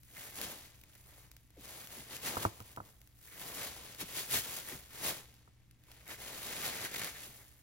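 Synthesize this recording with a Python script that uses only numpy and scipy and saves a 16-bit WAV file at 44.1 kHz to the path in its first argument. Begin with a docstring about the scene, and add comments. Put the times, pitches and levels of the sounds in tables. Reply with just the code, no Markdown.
"""Small dog tearing tissue paper

Living room, carpeted floor: a small dog lies mouthing, tugging and tearing a sheet of tissue paper.
Random clicks make the creases that buckle in dense swarms and the single folds that snap; falling
low chirps make the jerked sheet flap, and one soft paw thump. A paper gift bag, bumped off to the
right, is a set of decaying sines. Low rumble and a faint mains hum lie below. Two closely spaced
microphones listen.
"""
import sys
import numpy as np
from scipy import signal
from scipy.fft import rfft, irfft, next_fast_len
from scipy.io import wavfile

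SR = 44100
rng = np.random.default_rng(int(sys.argv[2]) if len(sys.argv) > 2 else 0)


def master(y):
    """Save y as 16-bit WAV."""
    cut = np.clip(np.atleast_2d(y).T, -1, 1)
    pcm = np.round(cut * 32767)  # scale
    wavfile.write(sys.argv[1], SR, pcm.astype(np.int16))


N = 336042
TIME = np.arange(N) / SR
SIZE = next_fast_len(N + SR // 2)    # room for filter tails
BINS_HZ = np.maximum(np.arange(SIZE // 2 + 1) * SR / SIZE, 1)

# Quiet room, relative spectrum: pitch_hz [Hz], level_db [dB per Hz]
ROOM_SPECTRUM = [(20, -2), (35, -23), (55, 7.5), (110, -5), (170, -8), (300, -16.5), (600, -38.5),
                 (2000, -28.5), (15000, -46.5)]
ROOM_TONE_DB = -66    # gain of the coloured air noise
# Mains hum, before its slow waver: pitch_hz [Hz], level_db [dB rms]
HUM = [(59.6, -81.5), (119.2, -69.5), (300.5, -83)]

# The dog pulls or kneads the sheet: start_s of the hold [s], hold_s [s], crackle_db [dB],
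# swish_db of the whole sheet [dB re crackle], pocket_db of the crumpled hollow [dB re crackle]
PULLS = [(0.174, .11, -53.5, -7.5, -3.5), (0.382, .14, -47.5, -6.5, -19), (0.57, .09, -59, -20, -9),
         (0.884, 0.12, -69, -10, -11), (1.08, .17, -64.5, -6.5, -9), (1.644, 0.19, -53, -7.5, -15),
         (1.922, 0.093, -51.5, -9, -15), (2.128, 0.026, -45.5, -11, -12), (2.272, 0.11, -45, -5.5, -21.5),
         (2.654, 0.079, -62, -11, -14), (2.843, 0.037, -67, -1.5, -26), (3.252, 0.02, -62, -8.5, -11),
         (3.325, .015, -57.5, -10.5, -1), (3.407, 0.14, -49, -7.5, -14), (3.574, 0.096, -44.5, -8, -13),
         (3.718, 0.21, -53, -9, -15), (4.07, 0.18, -50.5, -9.5, -15), (4.448, 0.14, -45, -11.5, -19),
         (4.687, 0.04, -47, -9.5, -8.5), (4.955, 0.23, -51.5, -9, -12), (5.892, 0.16, -63, -7.5, -9),
         (6.222, 0.22, -47.5, -8.5, -10), (6.464, 0.36, -43.5, -9.5, -9), (6.95, 0.12, -42.5, -11, -5.5),
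         (7.188, 0.074, -50.5, -14.5, -23), (7.318, 0.1, -76.5, 8, 7)]
PULL_RISE_DB_PER_S, PULL_FALL_DB_PER_S = 213, 183
# let go, the creases go on relaxing: level re the pull, and its fall
SETTLE_DB, SETTLE_DB_PER_S = -7, 54
# Quick jerks of the head: peak_s [s], crackle_db [dB], half_width_s [s],
# swish_db [dB re crackle], pocket_db [dB re crackle]
JERKS = [(0.44, -39.5, 0.013, -17, -31), (0.957, -65, 0.0064, -6, 6), (2.272, -38, 0.025, -11.5, -11),
         (2.432, -41.5, 0.023, -7, -14), (3.633, -42, 0.022, -12.5, -25), (4.014, -39, 0.015, -11, -19.5),
         (4.183, -40, 0.036, -11.5, -25), (4.354, -32.5, 0.033, -13.5, -13),
         (5.074, -36.5, 0.038, -8, -13.5), (6.117, -45.5, 0.023, -9, -1.5), (6.659, -38, 0.026, -11.5, -12),
         (6.854, -40, 0.014, -7, -7.5)]
JERK_EDGE_DB = 12    # fall per half width far out on the flanks
# faint crackle of the paper lying in the mouth; swish and pocket in dB re crackle
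IDLE_DB, IDLE_SWISH_DB, IDLE_POCKET_DB = -78, -7, -11
# The sheet rips in jerks: time_s [s], depth_db of the stick-slip, top to bottom [dB]
RIP = [(6.88, 0), (6.93, 9), (7.07, 9), (7.12, 0)]
# Treble shelf above about 9 kHz, before its flicker: time_s [s], level_db [dB]
TREBLE = [(0, 10.5), (.45, -2.5), (.7, 0), (1.0, 3.5), (2.1, -1.5), (2.7, 1.5), (3.1, 7.5), (3.8, -4.5),
          (4.4, 1.5), (5.06, 0.5), (5.5, -10), (6.1, -0.5), (6.9, -6.5), (7.6, 6.5)]

# Relative spectra of the paper: pitch_hz [Hz], level_db [dB per Hz]
# buckling creases
CRACKLE_SPECTRUM = [(300, -48.5), (1200, -9.5), (2000, -5), (3300, -2), (5600, -5.5), (7000, -3),
                    (8500, -3), (10000, -1), (12500, -7), (15400, -7.5)]
# the whole sheet shaken: pitch_hz [Hz], level_db [dB per Hz]
SWISH_SPECTRUM = [(40, -16.5), (80, -0.5), (140, 1), (250, -0.5), (450, 1.5), (1000, -2), (1450, -6.5),
                  (2200, -7), (6000, -72)]
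# the hollow pocket in the crumpled sheet: pitch_hz [Hz], level_db [dB per Hz]
POCKET_SPECTRUM = [(800, -23.5), (1500, -6.5), (1900, -1.5), (2250, -2.5), (2900, -19.5), (6000, -34)]
# a fold popping through: pitch_hz [Hz], level_db [dB per Hz]
SNAP_SPECTRUM = [(200, 11.5), (1000, 7.5), (2500, 14), (6000, 11), (9000, 14), (15000, 11)]

# Large folds that snap: start_s [s], level_db of the click before pop gain and colour [dB]
SNAPS = [(0.033, -48), (0.4145, -26.5), (0.814, -48), (0.837, -45), (0.952, -45), (1.315, -43),
         (1.3665, -46.5), (1.505, -55.5), (1.609, -46), (1.6555, -40), (1.8725, -38.5), (2.1667, -35),
         (2.4285, -30), (2.603, -40), (2.763, -45), (3.016, -49), (3.074, -49), (3.2131, -51), (3.948, -40),
         (5.341, -49), (5.711, -49), (5.838, -55), (5.916, -42.5), (6.079, -39), (6.85, -31), (6.941, -32),
         (6.9945, -30), (7.045, -27), (7.234, -39)]
# small folds snap at random: how many, and their middle level re the crackle, before pop gain
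SMALL_SNAPS_PER_S, SMALL_SNAP_DB = 45, 1
# Falling low ripples: the sheet jerked taut and flapping; the one at 1.572 s a soft paw thump:
# time_s, just after the onset [s], level_db before trim [dB]
LOW_RIPPLES = [(0.426, -46), (1.572, -52.5), (1.969, -49.5), (4.016, -43.5), (4.334, -42), (4.72, -45.5),
               (7.274, -56)]

# Bumps of the gift bag: start_s [s], level_db before trim [dB], thump_db of the base [dB re level]
BUMPS = [(2.368, -24, -6), (2.395, -44, -2), (2.428, -36, -17), (2.4497, -16, -4.5), (2.602, -43, 7.5),
         (2.772, -33.5, -1), (2.778, -37, -5), (2.801, -35.5, -2), (5.475, -54.5, 4)]
# Stiff paper panels of the bag: pitch_hz [Hz], level_db [dB], t60_s [s]
BAG_PANELS = [(330, -13, 0.097), (670, -4, 0.039), (1000, -3.5, 0.042), (1280, 7.5, 0.012),
              (1360, -5.5, .009)]
# Base of the bag: pitch_hz [Hz], level_db [dB], t60_s [s]
BAG_BASE = [(103, -0.5, 0.1), (192, -9, 0.09)]

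# Stereo image by pitch: pitch_hz [Hz], phase of right behind left [radians],
# share of the power alike on both sides [0-1], balance_db, left minus right [dB]
STEREO_IMAGE = [(100, .1, .88, 1.2), (500, .1, .74, 2), (1200, .3, .64, 1.3), (2200, 1.1, .65, -.8),
                (3600, 1.8, .55, 4.2), (5200, 1.1, .15, 5), (6500, -1.8, .4, .6), (8600, -3.1, .88, 0),
                (10000, -4.1, .76, 0), (12300, -5.5, .72, 0), (13500, -6.3, .94, 0), (15500, -6.5, .85, 0)]
CUTOFF_HZ = 15900


def from_db(db):
    """Decibels to gain."""
    return 10 ** (np.asarray(db) / 20)


def rms_one(x):
    """Scale to an rms of 1."""
    return x / np.sqrt(np.mean(x ** 2) + 1e-20)


def columns_at(rows, where):
    """Each column of a table, joined by straight lines."""
    first, *columns = np.transpose(rows)
    return [np.interp(where, first, column) for column in columns]


def colour(x, spectrum):
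    """Causal (minimum-phase) filter of unit power gain that follows a short spectrum."""
    hz, level_db = np.transpose(spectrum)
    gain = rms_one(from_db(np.interp(np.log(BINS_HZ), np.log(hz), level_db)))
    cepstrum = irfft(np.log(gain), SIZE)
    # folding the cepstrum onto positive time makes the filter causal
    folded = cepstrum * (1 + np.sign(SIZE / 2 - np.arange(SIZE)))
    folded[0] = cepstrum[0]
    response = np.exp(rfft(folded))
    return irfft(rfft(x, SIZE) * response, SIZE)[..., :N]


def drift(rate):
    """Random wander of rms 1 that takes `rate` new values a second."""
    knots = rng.standard_normal(8192)
    return rms_one(np.interp(TIME * rate, np.arange(len(knots)), knots))


def clicks_at(times, level_db):
    """One click at each time."""
    out = np.zeros(N)
    places = np.clip(np.round(times * SR).astype(int), 0, N - 1)
    np.add.at(out, places, from_db(level_db))
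    return out


def ring(clicks, hz, t60):
    """A resonance: a unit click sets a decaying sine of height 1 ringing."""
    radius = from_db(-60 / (t60 * SR))
    turn = 2 * np.pi * hz / SR
    poles = [1, -2 * radius * np.cos(turn), radius * radius]
    return signal.lfilter([0, np.sin(turn)], poles, clicks + 1e-18)


def scatter(x, early_t60, late_t60, late_db):
    """Diffuse sound per side: fresh noise for the echoes of every click, under a shared decay."""
    late_power = from_db(late_db) ** 2
    energy = 0
    for t60, weight in (early_t60, 1), (late_t60, late_power):
        keep = from_db(-120 / (t60 * SR))    # 60 dB in energy over t60
        energy = energy + weight * signal.lfilter([1 - keep], [1, -keep], x ** 2 + 1e-18)
    return np.sqrt(energy / (1 + late_power)) * rng.standard_normal((2, N))


def radiate(clicks, spectrum):
    """Clicks take on the paper's colour; rows: direct sound, scattered left, scattered right."""
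    echoes = scatter(clicks, early_t60=.012, late_t60=.3, late_db=-6)
    return colour(np.vstack([clicks, echoes]), spectrum)


def room_tone(apart=0.57):
    """Low ventilation rumble, nearly alike on both sides, and a wavering mains hum."""
    air = rng.standard_normal(N) + apart * rng.standard_normal((2, N))
    hum = 0
    for hz, level_db in HUM:
        height = np.sqrt(2) * from_db(level_db + 0.7 * drift(3.2))
        hum = hum + height * np.sin(2 * np.pi * hz * TIME + 0.18 * drift(6.5))
    return from_db(ROOM_TONE_DB) * colour(air, ROOM_SPECTRUM) + hum


def handling():
    """Crackle, swish and pocket in dB: pulls rise, hold, fall, settle; jerks peak; powers add."""
    t = TIME[::40]
    moves = [(np.full(len(t), IDLE_DB), IDLE_SWISH_DB, IDLE_POCKET_DB)]
    for start, hold, level_db, swish_db, pocket_db in PULLS:
        before = np.maximum(start - t, 0)
        after = np.maximum(t - start - hold, 0)
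        release_db = np.maximum(-PULL_FALL_DB_PER_S * after, SETTLE_DB - SETTLE_DB_PER_S * after)
        shape_db = level_db - PULL_RISE_DB_PER_S * before + release_db
        moves.append((shape_db, swish_db, pocket_db))
    for peak, level_db, half_width, swish_db, pocket_db in JERKS:
        shape_db = level_db - JERK_EDGE_DB * (np.hypot(1, (t - peak) / half_width) - 1)
        moves.append((shape_db, swish_db, pocket_db))
    power = 0
    for shape_db, swish_db, pocket_db in moves:
        power = power + from_db(shape_db + np.array([[0], [swish_db], [pocket_db]])) ** 2
    return [np.interp(TIME, t, 10 * np.log10(p)) for p in power]


def stick_slip(slips_per_s=48, uneven=.3):
    """Tension builds until fibres part: each slip starts loud and dies away, from .5 to -.5."""
    gaps = np.exp(uneven * rng.standard_normal(1024)) / slips_per_s
    turns = np.interp(TIME, np.cumsum(gaps), np.arange(len(gaps)))
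    return .5 - turns % 1


def buckling(per_s, spread_db, clump_db, clump_rate):
    """Creases give way at random, in little avalanches of uneven sizes. Rms 1."""
    sizes = from_db(spread_db * np.minimum(rng.exponential(1, N), 4.5)) * rng.choice([-1, 1], N)
    born = rng.random(N) < per_s / SR
    clumps = from_db(clump_db * drift(clump_rate))
    # denser swarms get smaller clicks, so the power stays even
    return rms_one(sizes * born / np.sqrt(per_s) * clumps)


def creases_ringing(clicks, ring_s=0.0025, count=13):
    """Each crease rings for a moment at one of several pitches, dealt at random. Rms 1."""
    dealt = rng.integers(0, count, N)
    pitches = np.linspace(1500, 15300, count)
    return rms_one(sum(ring(clicks * (dealt == k), hz, ring_s) for k, hz in enumerate(pitches)))


def rustle(crackle_db, swish_db, pocket_db):
    """Harder work buckles more creases; they also shake the sheet and its hollow pocket."""
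    rip_db = columns_at(RIP, TIME)[0] * stick_slip()
    treble_db, = columns_at(TREBLE, TIME)
    per_s = 2300 * from_db(.3 * (crackle_db + rip_db + 48))

    creases = buckling(per_s, spread_db=1.5, clump_db=1.16, clump_rate=120)
    pings = creases_ringing(buckling(per_s, spread_db=2.0, clump_db=1.0, clump_rate=80))
    # smooth hiss of paper sliding on paper and fur
    fibres = .3 * rng.standard_normal(N)
    crackle_source = 0.86 * creases + .75 * pings + fibres
    crackle = radiate(from_db(crackle_db + rip_db) * crackle_source, CRACKLE_SPECTRUM)
    # tight little folds sound brighter than broad ones, and the mix keeps changing
    treble = signal.sosfilt(signal.butter(1, 9000, "high", fs=SR, output="sos"), crackle)
    flicker_db = 1.6 * drift(25) + 1.0 * drift(300)
    crackle = crackle + treble * (from_db(treble_db + flicker_db) - 1)

    folds = buckling(per_s / 2, spread_db=2.5, clump_db=1.5, clump_rate=140)
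    swish_source = 0.73 * creases + 1.076 * folds
    swish = radiate(from_db(swish_db + rip_db) * swish_source, SWISH_SPECTRUM)

    wad = buckling(per_s / 2, spread_db=-1.0, clump_db=3.5, clump_rate=90)
    pocket = radiate(from_db(pocket_db + rip_db) * wad, POCKET_SPECTRUM)
    return crackle + swish + pocket


def snaps(crackle_db, pop_db=6, crumble_db=-6, crumble_s=.001):
    """A stiff fold pops through, then crumbles briefly; small folds go with the crackle."""
    times, level_db = np.transpose(SNAPS)
    born = rng.random(N) < SMALL_SNAPS_PER_S / SR
    small = born * from_db(crackle_db + SMALL_SNAP_DB + 2 * rng.standard_normal(N))
    pops = from_db(pop_db) * (clicks_at(times, level_db) + small)
    after = signal.lfilter([1], [1, -np.exp(-1 / (crumble_s * SR))], pops + 1e-18)
    crumble = from_db(crumble_db) * after * rng.standard_normal(N)
    return radiate(pops + crumble, SNAP_SPECTRUM)


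def low_ripples(start_hz=750, end_hz=90, glide_s=0.02, rise_s=0.027, trim_db=-3, ragged=.8):
    """Flaps, as bending waves cross the sheet short ripples first, and a paw thump shaped alike."""
    t = TIME[:SR // 5]
    wave = np.zeros(N + len(t), complex)
    for (time_s, level_db), stretch in zip(LOW_RIPPLES, rng.standard_normal(len(LOW_RIPPLES))):
        glide_hz = end_hz + (start_hz - end_hz) * np.exp(-t / glide_s)
        hz = glide_hz * np.exp(0.128 * stretch)
        swell = (t / rise_s) ** 2 * np.exp(2 - 2 * t / rise_s)    # peaks at 1 after rise_s
        ripple = np.exp(2j * np.pi * np.cumsum(hz) / SR)
        at = max(round((time_s - .014) * SR), 0)    # begins 14 ms ahead of the listed time
        wave[at:at + len(t)] += from_db(level_db + trim_db) * swell * ripple
    # wrinkles make it ragged
    wrinkled = wave[:N] * np.exp(1j * ragged * drift(260))
    return np.real(wrinkled * (1 + .5 * drift(300)))


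def gift_bag(panel_db=-5, base_db=-5, travel_s=0.0013, room_db=-10, left_late_s=0.00026):
    """Each bump rings the stiff paper panels and the base; low bending waves travel slower."""
    times, level_db, thump_db = np.transpose(BUMPS)
    out = np.zeros(N)
    panel_blow_db = level_db + panel_db
    base_blow_db = level_db + thump_db + base_db
    for modes, blow_db in (BAG_PANELS, panel_blow_db), (BAG_BASE, base_blow_db):
        for hz, mode_db, t60 in modes:
            uneven_db = 1.5 * rng.standard_normal(len(times))
            delay = travel_s * np.sqrt(1000 / hz)    # travel_s holds at 1 kHz
            out += ring(clicks_at(times + delay, blow_db + mode_db + uneven_db), hz, t60)
    out = signal.sosfilt(signal.butter(2, 65, "high", fs=SR, output="sos"), out)
    # carpet softens the contact
    out = signal.sosfilt(signal.butter(5, 1850, fs=SR, output="sos"), out)
    echoes = scatter(out, early_t60=0.018, late_t60=0.5, late_db=-13)
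    # relative spectrum of the echoes: Hz, dB per Hz
    room = colour(echoes, [(40, -31), (90, -8), (250, -1.5), (1300, -3), (1900, -26), (5000, -70)])
    # the right port is nearer: earlier and louder
    sides = np.array([np.interp(TIME - left_late_s, TIME, out), out])
    return (sides + from_db(room_db) * room) * from_db(np.array([[-1], [1]]) * 0.68)


def stereo_image(direct, diffuse):
    """At each pitch, mix sound alike on both sides, turned in phase, with sound unrelated there."""
    phase, share_alike, balance_db = columns_at(STEREO_IMAGE, BINS_HZ)
    alike = rfft(direct, SIZE) * np.exp(-1j * phase * np.array([[0], [1]]))
    both = np.sqrt(share_alike) * alike + np.sqrt(1 - share_alike) * rfft(diffuse, SIZE)
    balance = from_db(balance_db / 2 * np.array([[1], [-1]]))
    return irfft(both * balance, SIZE)[:, :N]


def scene():
    """The tissue paper in front, the bag to the right, the room all round."""
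    room = room_tone()
    crackle_db, swish_db, pocket_db = handling()
    paper = rustle(crackle_db, swish_db, pocket_db) + snaps(crackle_db)
    front = stereo_image(paper[0] + low_ripples(), paper[1:])
    return front + gift_bag() + room


def record(dry):
    """A steep elliptic low-pass cuts the top."""
    return signal.sosfilt(signal.ellip(12, .1, 80, CUTOFF_HZ, fs=SR, output="sos"), dry)


dry = scene()
out = record(dry)
master(out)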